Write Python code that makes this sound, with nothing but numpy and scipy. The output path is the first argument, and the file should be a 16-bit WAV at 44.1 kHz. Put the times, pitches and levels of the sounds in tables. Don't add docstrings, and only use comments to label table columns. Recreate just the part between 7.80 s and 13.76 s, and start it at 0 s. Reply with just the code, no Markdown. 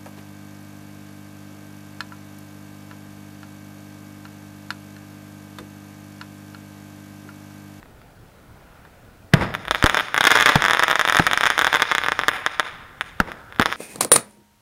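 import sys
import numpy as np
from scipy import signal
from scipy.io import wavfile
from scipy.ndimage import uniform_filter1d

SR = 44100
rng = np.random.default_rng(int(sys.argv[2]) if len(sys.argv) > 2 else 0)


def amplitude_ratio(level_db):
    exponent = np.asarray(level_db, float) / 20
    return 10 ** exponent


def persist_wave(psi):
    counts = np.round(np.clip(psi, -1, 1) * 32767).astype(np.int16)
    wavfile.write(sys.argv[1], SR, np.atleast_2d(counts).T)


N = 262836

# ring in Hz, width in Hz, level in dB, sign and size.
HOUSING = [(1305, 204, -30, 0.31), (1686, 674, -19, 1), (3544, 325, -29.5, -1.267), (5200, 470, -37, 0.9),
           (6800, 410, -37, -0.52), (9060, 930, -26.5, 0.51), (10930, 3100, -24.5, -1.1),
           (12850, 760, -27.5, 0.64), (2380, 8100, -32, 0.78), (14100, 710, -38, -1.1)]
# frequency in Hz, level in dB per Hz.
NIGHT = [(15, -35), (25, -7.5), (92, -5.5), (344, -17), (775, -17.5), (1190, -21), (1440, -15), (1560, -20),
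         (16000, -61)]
# start in seconds, peak in dB, blast length in ms, echo smear in ms.
FAR_POPS = [
    (.029, -32, .16, 2),
    (.058, -33, .6, 5),
    (.2164, -36, .12, 3),
    (1.051, -34, .2, 14),
    (1.25, -46, .06, 8),
]
# start in seconds, snap in dB, push in dB, tube pitch in Hz, rattle in ms.
LAUNCHES = [
    (1.5375, 9.5, 3, 145, 1.45),
    (2.0404, 7.5, -1, 181, .68),
    (2.7562, 7, -3.5, 145, 1.2),
    (3.3960, 1.5, -3.5, 164.6, 1.25),
    (5.4017, 2.5, -9.5, 172, 0.665),
    (5.7966, 2, -4, 217, 0.7),
]
# frequency in Hz, time to fall by 60 dB in seconds.
ECHO_T60 = [(100, 0.64), (500, 1), (1500, 0.63), (4000, 0.95), (9000, 0.61), (16000, 0.37)]
# frequency in Hz, level in dB.
GROUND_COLOUR = [(40, 10), (140, 14.5), (300, 4.5), (650, 2.5), (1400, -4), (2500, -2.5), (3600, -8.5),
                 (5000, 1.5), (9000, 0), (16000, -9)]
# frequency in Hz, level in dB.
SKY_COLOUR = [(60, -1), (300, -0.5), (900, 1), (1400, 1), (2600, 4.5), (3500, 0), (4600, 9.5), (7900, 11.5),
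              (10400, 7.5), (12500, -5), (16000, 16)]
# start in seconds, peak in dB before overload (same for all stars).
STAR_1 = [(1.7404, -11.5), (1.744, -19), (1.7505, -9.5), (1.8526, -18.5), (1.8757, -23), (1.8818, -10.5),
          (1.9101, 5.5), (1.9186, -31), (1.9475, -3), (1.9574, -8), (2.026, -1), (2.0657, 3), (2.0969, 1.5),
          (2.1454, 2.5), (2.1698, -7), (2.1763, -4), (2.1901, -4.5), (2.1977, -4.5), (2.284, -17),
          (2.3195, -32), (2.344, -1), (2.3637, -5.5), (2.3805, -3.5), (2.4316, -9), (2.4407, 4.5),
          (2.554, 6), (2.5561, 4), (2.5628, 1), (2.625, 5.5), (2.6823, -2)]
# start in seconds, peak in dB.
STAR_2 = [(2.0607, 5), (2.1718, 1.5), (2.1783, -18), (2.2009, -11), (2.2076, -8), (2.3781, 3),
          (2.4076, -3.5), (2.4089, 7.5), (2.4519, 6.5), (2.4694, 12.5), (2.4722, 9.5), (2.5038, -18),
          (2.5064, 9.5), (2.5141, -1), (2.517, 11), (2.5728, 4.5), (2.5883, -2), (2.6009, -2), (2.6091, 4),
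          (2.6206, -3.5), (2.6591, 14), (2.6689, -17), (2.674, -2), (2.6903, 6.5), (2.6938, 7), (2.6969, 0),
          (2.7204, -4.5)]
# start in seconds, peak in dB.
STAR_2_HANGING = [(2.8075, -13), (2.8217, 1.5), (2.841, 1), (2.8511, 5), (2.8616, -1), (2.883, 0.5),
                  (2.8983, -4), (2.9092, 4), (2.9337, 3.5), (2.9482, -4), (2.9926, -14), (2.9946, 5.5),
                  (3.0251, -2.5), (3.0362, 5), (3.129, -2), (3.1561, 2.5), (3.2513, 0.5)]
# start in seconds, peak in dB.
STAR_3 = [(2.9711, -4), (3.0331, -1.5), (3.0815, 0), (3.0997, -4), (3.1076, -5), (3.1125, 4), (3.1943, 3),
          (3.199, -6), (3.2122, 2.5), (3.2763, -1), (3.287, -3), (3.2976, 3.5), (3.3241, 1.5), (3.3477, 1),
          (3.3571, -3), (3.3685, 7), (3.388, 3.5), (3.4236, -12), (3.467, 8.5), (3.4724, -7.5),
          (3.5128, -3.5), (3.533, 6), (3.5398, -23), (3.6094, 1), (3.6376, 3), (3.6563, -1), (3.6696, -5),
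          (3.6716, -2), (3.7023, 5), (3.7209, -10.5)]
# start in seconds, peak in dB.
STAR_4 = [(3.575, 1), (3.6333, -3), (3.665, 1.5), (3.7917, 8), (3.8459, 4), (3.8675, -10), (3.8687, 3.5),
          (3.8764, -4.5), (3.9288, -0.5), (3.93, -7), (3.942, 1), (3.9487, 2), (3.9571, -2.5),
          (3.9591, -5.5), (3.9694, -4), (3.9975, -8), (4.0023, -7), (4.0208, 8.5)]
# start in seconds, peak in dB.
LAST_EMBERS = [(3.779, 0.5), (3.8133, -2), (3.8201, -1.5), (4.1144, -1), (4.12, -1.5), (4.1505, 0.5),
               (4.1822, 0), (4.2155, -15), (4.2366, -8), (4.2445, -9), (4.2626, -5), (4.2849, -0.5),
               (4.3198, -1), (4.3915, -1.5), (4.4139, -7.5), (4.4354, -6), (4.4827, 11.5), (4.5898, -23),
               (4.6634, 1.7), (4.7967, 7.5), (4.8654, -21), (5.2101, -5), (5.281, -26)]
# start in seconds, peak in dB.
STAR_5 = [(5.5182, -17), (5.7031, -41), (5.7244, -22), (5.747, -31), (5.7613, -23), (5.7871, -20),
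          (5.8134, -2), (5.8211, -1.5), (5.8267, -5.5), (5.8584, 1.8), (5.9018, -20), (5.9185, -13.5),
          (5.9257, -7.5)]
# cracks, launch in seconds, bounce delay in ms at the top of the climb.
FLIGHTS = [
    (STAR_1, 1.537, 6.9),
    (STAR_2, 2.041, 6.9),
    (STAR_2_HANGING, 2.1, 6.1),
    (STAR_3, 2.756, 7.1),
    (STAR_4, 3.396, 6.75),
    (LAST_EMBERS, 3.3, 6.55),
    (STAR_5, 5.402, 6.7),
]
# middle in seconds, level in dB, pitch in Hz, length in seconds.
PUFFS = [
    (1.917, -35.5, 46.47, 0.054),
]

NIGHT_DB, HISS_DB = -48, -62
TRAFFIC_S, TRAFFIC_WIDTH_S, TRAFFIC_DB = .95, 0.22, 4
FIRST_CHARGE, LATER_CHARGE = (1.54, -32, 0.1, 12, -9), (0.62, -13.5, 0.1, -1, -26)
QUICK_SWING = (.27, .35)
RUSH_DB, RUSH_PER_PUSH = -4, 0.44
RING_DB_PER_MS = 21.5
VALLEY_DB, VALLEY_T60, VALLEY_HZ = -56, 2.14, 1440
CLIMB_S, CLIMB_MS, LOWEST_MS = 0.2177, 4.8, 4.9
BOUNCE_DB, LOW_LOSS_DB, LOUD_LOSS = -7.5, -16.5, 0.16
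SIZE_SPREAD_DB = 1.5
GLANCE, GLANCE_MS = .3, (0.064, .3)
HIGH_HZ, LOW_HZ, DRIFT_S = 6000, 30000, 0.64
ANSWER_DB = -1.35
CLIP = .69


def read(points, hz):
    f, value = np.transpose(points)
    return np.interp(np.log(hz + 1), np.log(f + 1), value)


def add(mix, s, sound):
    part = mix[round(s * SR):][:len(sound)]
    part += sound[:len(part)]


def housing(x):
    t = np.arange(500) / SR
    ring = np.zeros(500)
    for hz, width, db, sign in HOUSING:
        ring += sign * amplitude_ratio(db) * np.exp(-np.pi * width * t) * np.sin(2 * np.pi * hz * t)
    ring[0] += amplitude_ratio(-40)
    return signal.oaconvolve(x, ring)[:len(x)]


def blast(length_ms, ragged_db=-14):
    u = np.arange(400) / SR / (length_ms / 1000)
    wave = -(1 - u) * np.exp(-u)
    front = amplitude_ratio(ragged_db) * rng.standard_normal(400) * np.exp(-u / 2)
    return (wave + front) / abs(housing(wave)).max()


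def dull(x, hz):
    return signal.lfilter(*signal.butter(1, min(hz, SR / 2.1), fs=SR), x)


def night():
    frames, hz = N // 256 + 5, np.fft.rfftfreq(1024, 1 / SR)
    a, b, patches = rng.standard_normal((frames, 513, 3)).T
    patches = uniform_filter1d(uniform_filter1d(patches, 10, 0), 16, 1)
    patches_db = 1.44 * patches / patches.std()
    passing = (np.arange(frames) * 256 / SR - TRAFFIC_S) / TRAFFIC_WIDTH_S
    swell_db = TRAFFIC_DB * np.exp(-passing ** 2) - 4.5
    middle = np.exp(-np.log((hz + 1) / 1400) ** 2 / 0.5)[:, None]
    z = (a + 1j * b) * amplitude_ratio(read(NIGHT, hz)[:, None] + patches_db + middle * swell_db)
    noise = signal.istft(z, nperseg=1024, noverlap=768)[1][:N]
    return amplitude_ratio(NIGHT_DB) * noise / noise[:SR].std()


def hiss():
    return amplitude_ratio(HISS_DB) * rng.standard_normal(N)


def far_pops():
    air, t = np.zeros(N), np.arange(2000) / SR
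    for s, db, length_ms, smear_ms in FAR_POPS:
        smear = 0.072 * rng.standard_normal(2000) * np.exp(-t / (smear_ms / 1000))
        smear[0] = 1
        add(air, s, amplitude_ratio(db) * np.convolve(blast(length_ms, -np.inf), smear))
    return air


def launches():
    snaps, thumps, muzzle = np.zeros(N), np.zeros(N), np.zeros(N)
    t = np.arange(9000) / SR
    for shot, (s, snap_db, push_db, hz, rattle_ms) in enumerate(LAUNCHES):
        cycles, ring_db, t60, scatter_db, rumble_db = LATER_CHARGE if shot else FIRST_CHARGE
        rush_db = RUSH_DB + RUSH_PER_PUSH * push_db
        snap = amplitude_ratio(snap_db) * blast(0.22)
        for k in range(4):
            add(snaps, s + k * rattle_ms / 1000, amplitude_ratio(-3.5 * k) * snap)

        turns = hz * t + QUICK_SWING[shot > 0] * (1 - np.exp(-t / 0.00024))
        gas = amplitude_ratio(push_db) * np.exp(-(t * hz / cycles) ** 4)
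        tube = amplitude_ratio(push_db + ring_db + RING_DB_PER_MS * (rattle_ms - 1.06) - 60 * t / t60)
        slump = amplitude_ratio(push_db - 35) * t / 0.0039 * np.exp(1 - t / 0.0071)
        push = slump - (gas + tube) * np.sin(2 * np.pi * turns)

        rush = amplitude_ratio(rush_db) * dull(rng.standard_normal(9000), hz=1220) * np.exp(-t / 0.007)
        leak = amplitude_ratio(rush_db - 12) * dull(rng.standard_normal(900), hz=1300) * np.exp(-t[899::-1] / 0.0054)
        add(snaps, s - t[900], leak)
        add(snaps, s, 1.68 * rush)
        add(thumps, s, push + 0.22 * rush + 3.54 * dull(rush, hz=483))

        burst = housing(blast(0.21, -np.inf))
        burst += (.006 if shot else .04) * blast(0.85, -np.inf)
        burst += 0.0088 * blast(0.096, -np.inf)
        add(muzzle, s, amplitude_ratio(scatter_db) * burst)
        add(muzzle, s, amplitude_ratio(rumble_db) * np.clip(push, -1, 1) * np.exp(-t / .004))
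    before = t[:200] - t[200]
    squeal = amplitude_ratio(6.5) * np.exp(before / 0.00064) * np.cos(2 * np.pi * 1750 * before)
    add(thumps, LAUNCHES[0][0] - t[200], squeal)
    return housing(snaps) + thumps, muzzle


def echoes(shape, colour, count):
    taps = rng.choice([-1., 1.], SR) * (rng.random(SR) < count / SR)
    taps *= amplitude_ratio(3.5 * np.minimum(rng.exponential(1, SR), 4))
    hz, frames, z = signal.stft(taps * shape, SR, nperseg=256)
    z *= amplitude_ratio(read(colour, hz)[:, None] - 60 * frames / read(ECHO_T60, hz)[:, None])
    return signal.istft(z, SR, nperseg=256)[1]


def ground_echoes(x):
    t = np.arange(SR) / SR
    rising = amplitude_ratio(-38.5) * (.6 + .4 * np.clip((t - .035) / .04, 0, 1)) * (t > .004)
    houses = amplitude_ratio(-34) * np.exp(-(abs(t - .085) / .024) ** 1.3) * (t > .072)
    wall = amplitude_ratio(-45) * np.exp(-((t - .031) / 0.0013) ** 2)
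    return signal.oaconvolve(x, echoes(rising + houses + wall, GROUND_COLOUR, count=5000))[:N]


def valley(x):
    t = np.arange(2 * SR) / SR
    band = signal.butter(1, [VALLEY_HZ / 1.72, VALLEY_HZ * 1.33], "band", fs=SR)
    tail = signal.lfilter(*band, rng.standard_normal(2 * SR))
    tail *= np.clip(t / 0.15, 0, 1) * amplitude_ratio(VALLEY_DB - 60 * t / VALLEY_T60)
    return signal.oaconvolve(x, tail)[:N]


def cracks():
    air = np.zeros(N)
    for star, launch_s, top_ms in FLIGHTS:
        for s, db in star:
            age = s - launch_s
            low = np.exp(-age / CLIMB_S)
            length_ms = 0.14 * amplitude_ratio(0.018 * db + SIZE_SPREAD_DB * rng.uniform(-0.76, 1))
            wave = amplitude_ratio(db) * blast(length_ms)
            add(wave, rng.uniform(*GLANCE_MS) / 1000, GLANCE * rng.uniform(-1.18, 1) * wave)
            add(air, s, dull(wave, hz=HIGH_HZ + LOW_HZ * np.exp(-age / DRIFT_S)))

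            bounce = amplitude_ratio(BOUNCE_DB + LOW_LOSS_DB * min(low, .4) - LOUD_LOSS * db)
            delay_ms = max(top_ms - CLIMB_MS * low, LOWEST_MS)
            add(air, s + delay_ms / 1000, bounce * dull(dull(wave, hz=2640), hz=4120))
    return air


def sky_echoes(x):
    out, clock, t = np.zeros(N), np.arange(N) / SR, np.arange(SR) / SR
    near = amplitude_ratio(-15.0) * np.exp(-t / 0.0042) * np.where(t > .0066, 1, .15) * (t > .0012)
    far = amplitude_ratio(-38.5) * (0.27 + 0.58 * np.clip((t - .035) / 0.023, 0, 1))
    far *= 1 + 0.56 * np.exp(-((t - .075) / 0.035) ** 2)
    for k in range(3):
        tail = echoes(near + far, SKY_COLOUR, count=1300)
        share = np.cos(np.pi * (1.323 * clock + k / 3))
        out += signal.oaconvolve(x * share * amplitude_ratio(ANSWER_DB), tail)[:N]
    add(out, .0327, amplitude_ratio(-23) * dull(x, hz=7000))
    return out


def breeze():
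    out, t = np.zeros(N), np.arange(N) / SR
    for s, db, hz, length in PUFFS:
        out += amplitude_ratio(db) * np.exp(-((t - s) / length) ** 2) * np.sin(2 * np.pi * hz * (t - s))
    return out


def scene():
    pops = far_pops()
    background = night() + hiss() + housing(pops) + 0.14 * pops + breeze()
    shots, muzzle = launches()
    stars = housing(cracks())
    near = shots + ground_echoes(muzzle) + stars + sky_echoes(stars)
    return (background + near + valley(stars + amplitude_ratio(-2) * shots))[None]


def roll_off(x):
    return signal.sosfilt(signal.butter(12, 16980, fs=SR, output="sos"), x)


def record(dry):
    flat = np.clip(dry, -CLIP, CLIP)
    sagged = signal.lfilter(*signal.butter(1, 14, "high", fs=SR), flat)
    body_filter = signal.firwin(511, 15800, window=("kaiser", 8), fs=SR)[None]
    top_filter = signal.firwin(511, 16650, window=("kaiser", 8), fs=SR)[None]
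    body = signal.oaconvolve(sagged, body_filter, "same")
    top = signal.oaconvolve(sagged - body, top_filter, "same")
    now = uniform_filter1d(top ** 2, size=300)
    before = uniform_filter1d(top ** 2, size=2400, origin=1199)
    sudden = uniform_filter1d(1. * (now > 5.5 * before), size=300)
    mix = body + amplitude_ratio(-9) * np.clip(2 * sudden, 0, 1) * top
    return roll_off(mix)


dry = scene()
out = record(dry)
persist_wave(out)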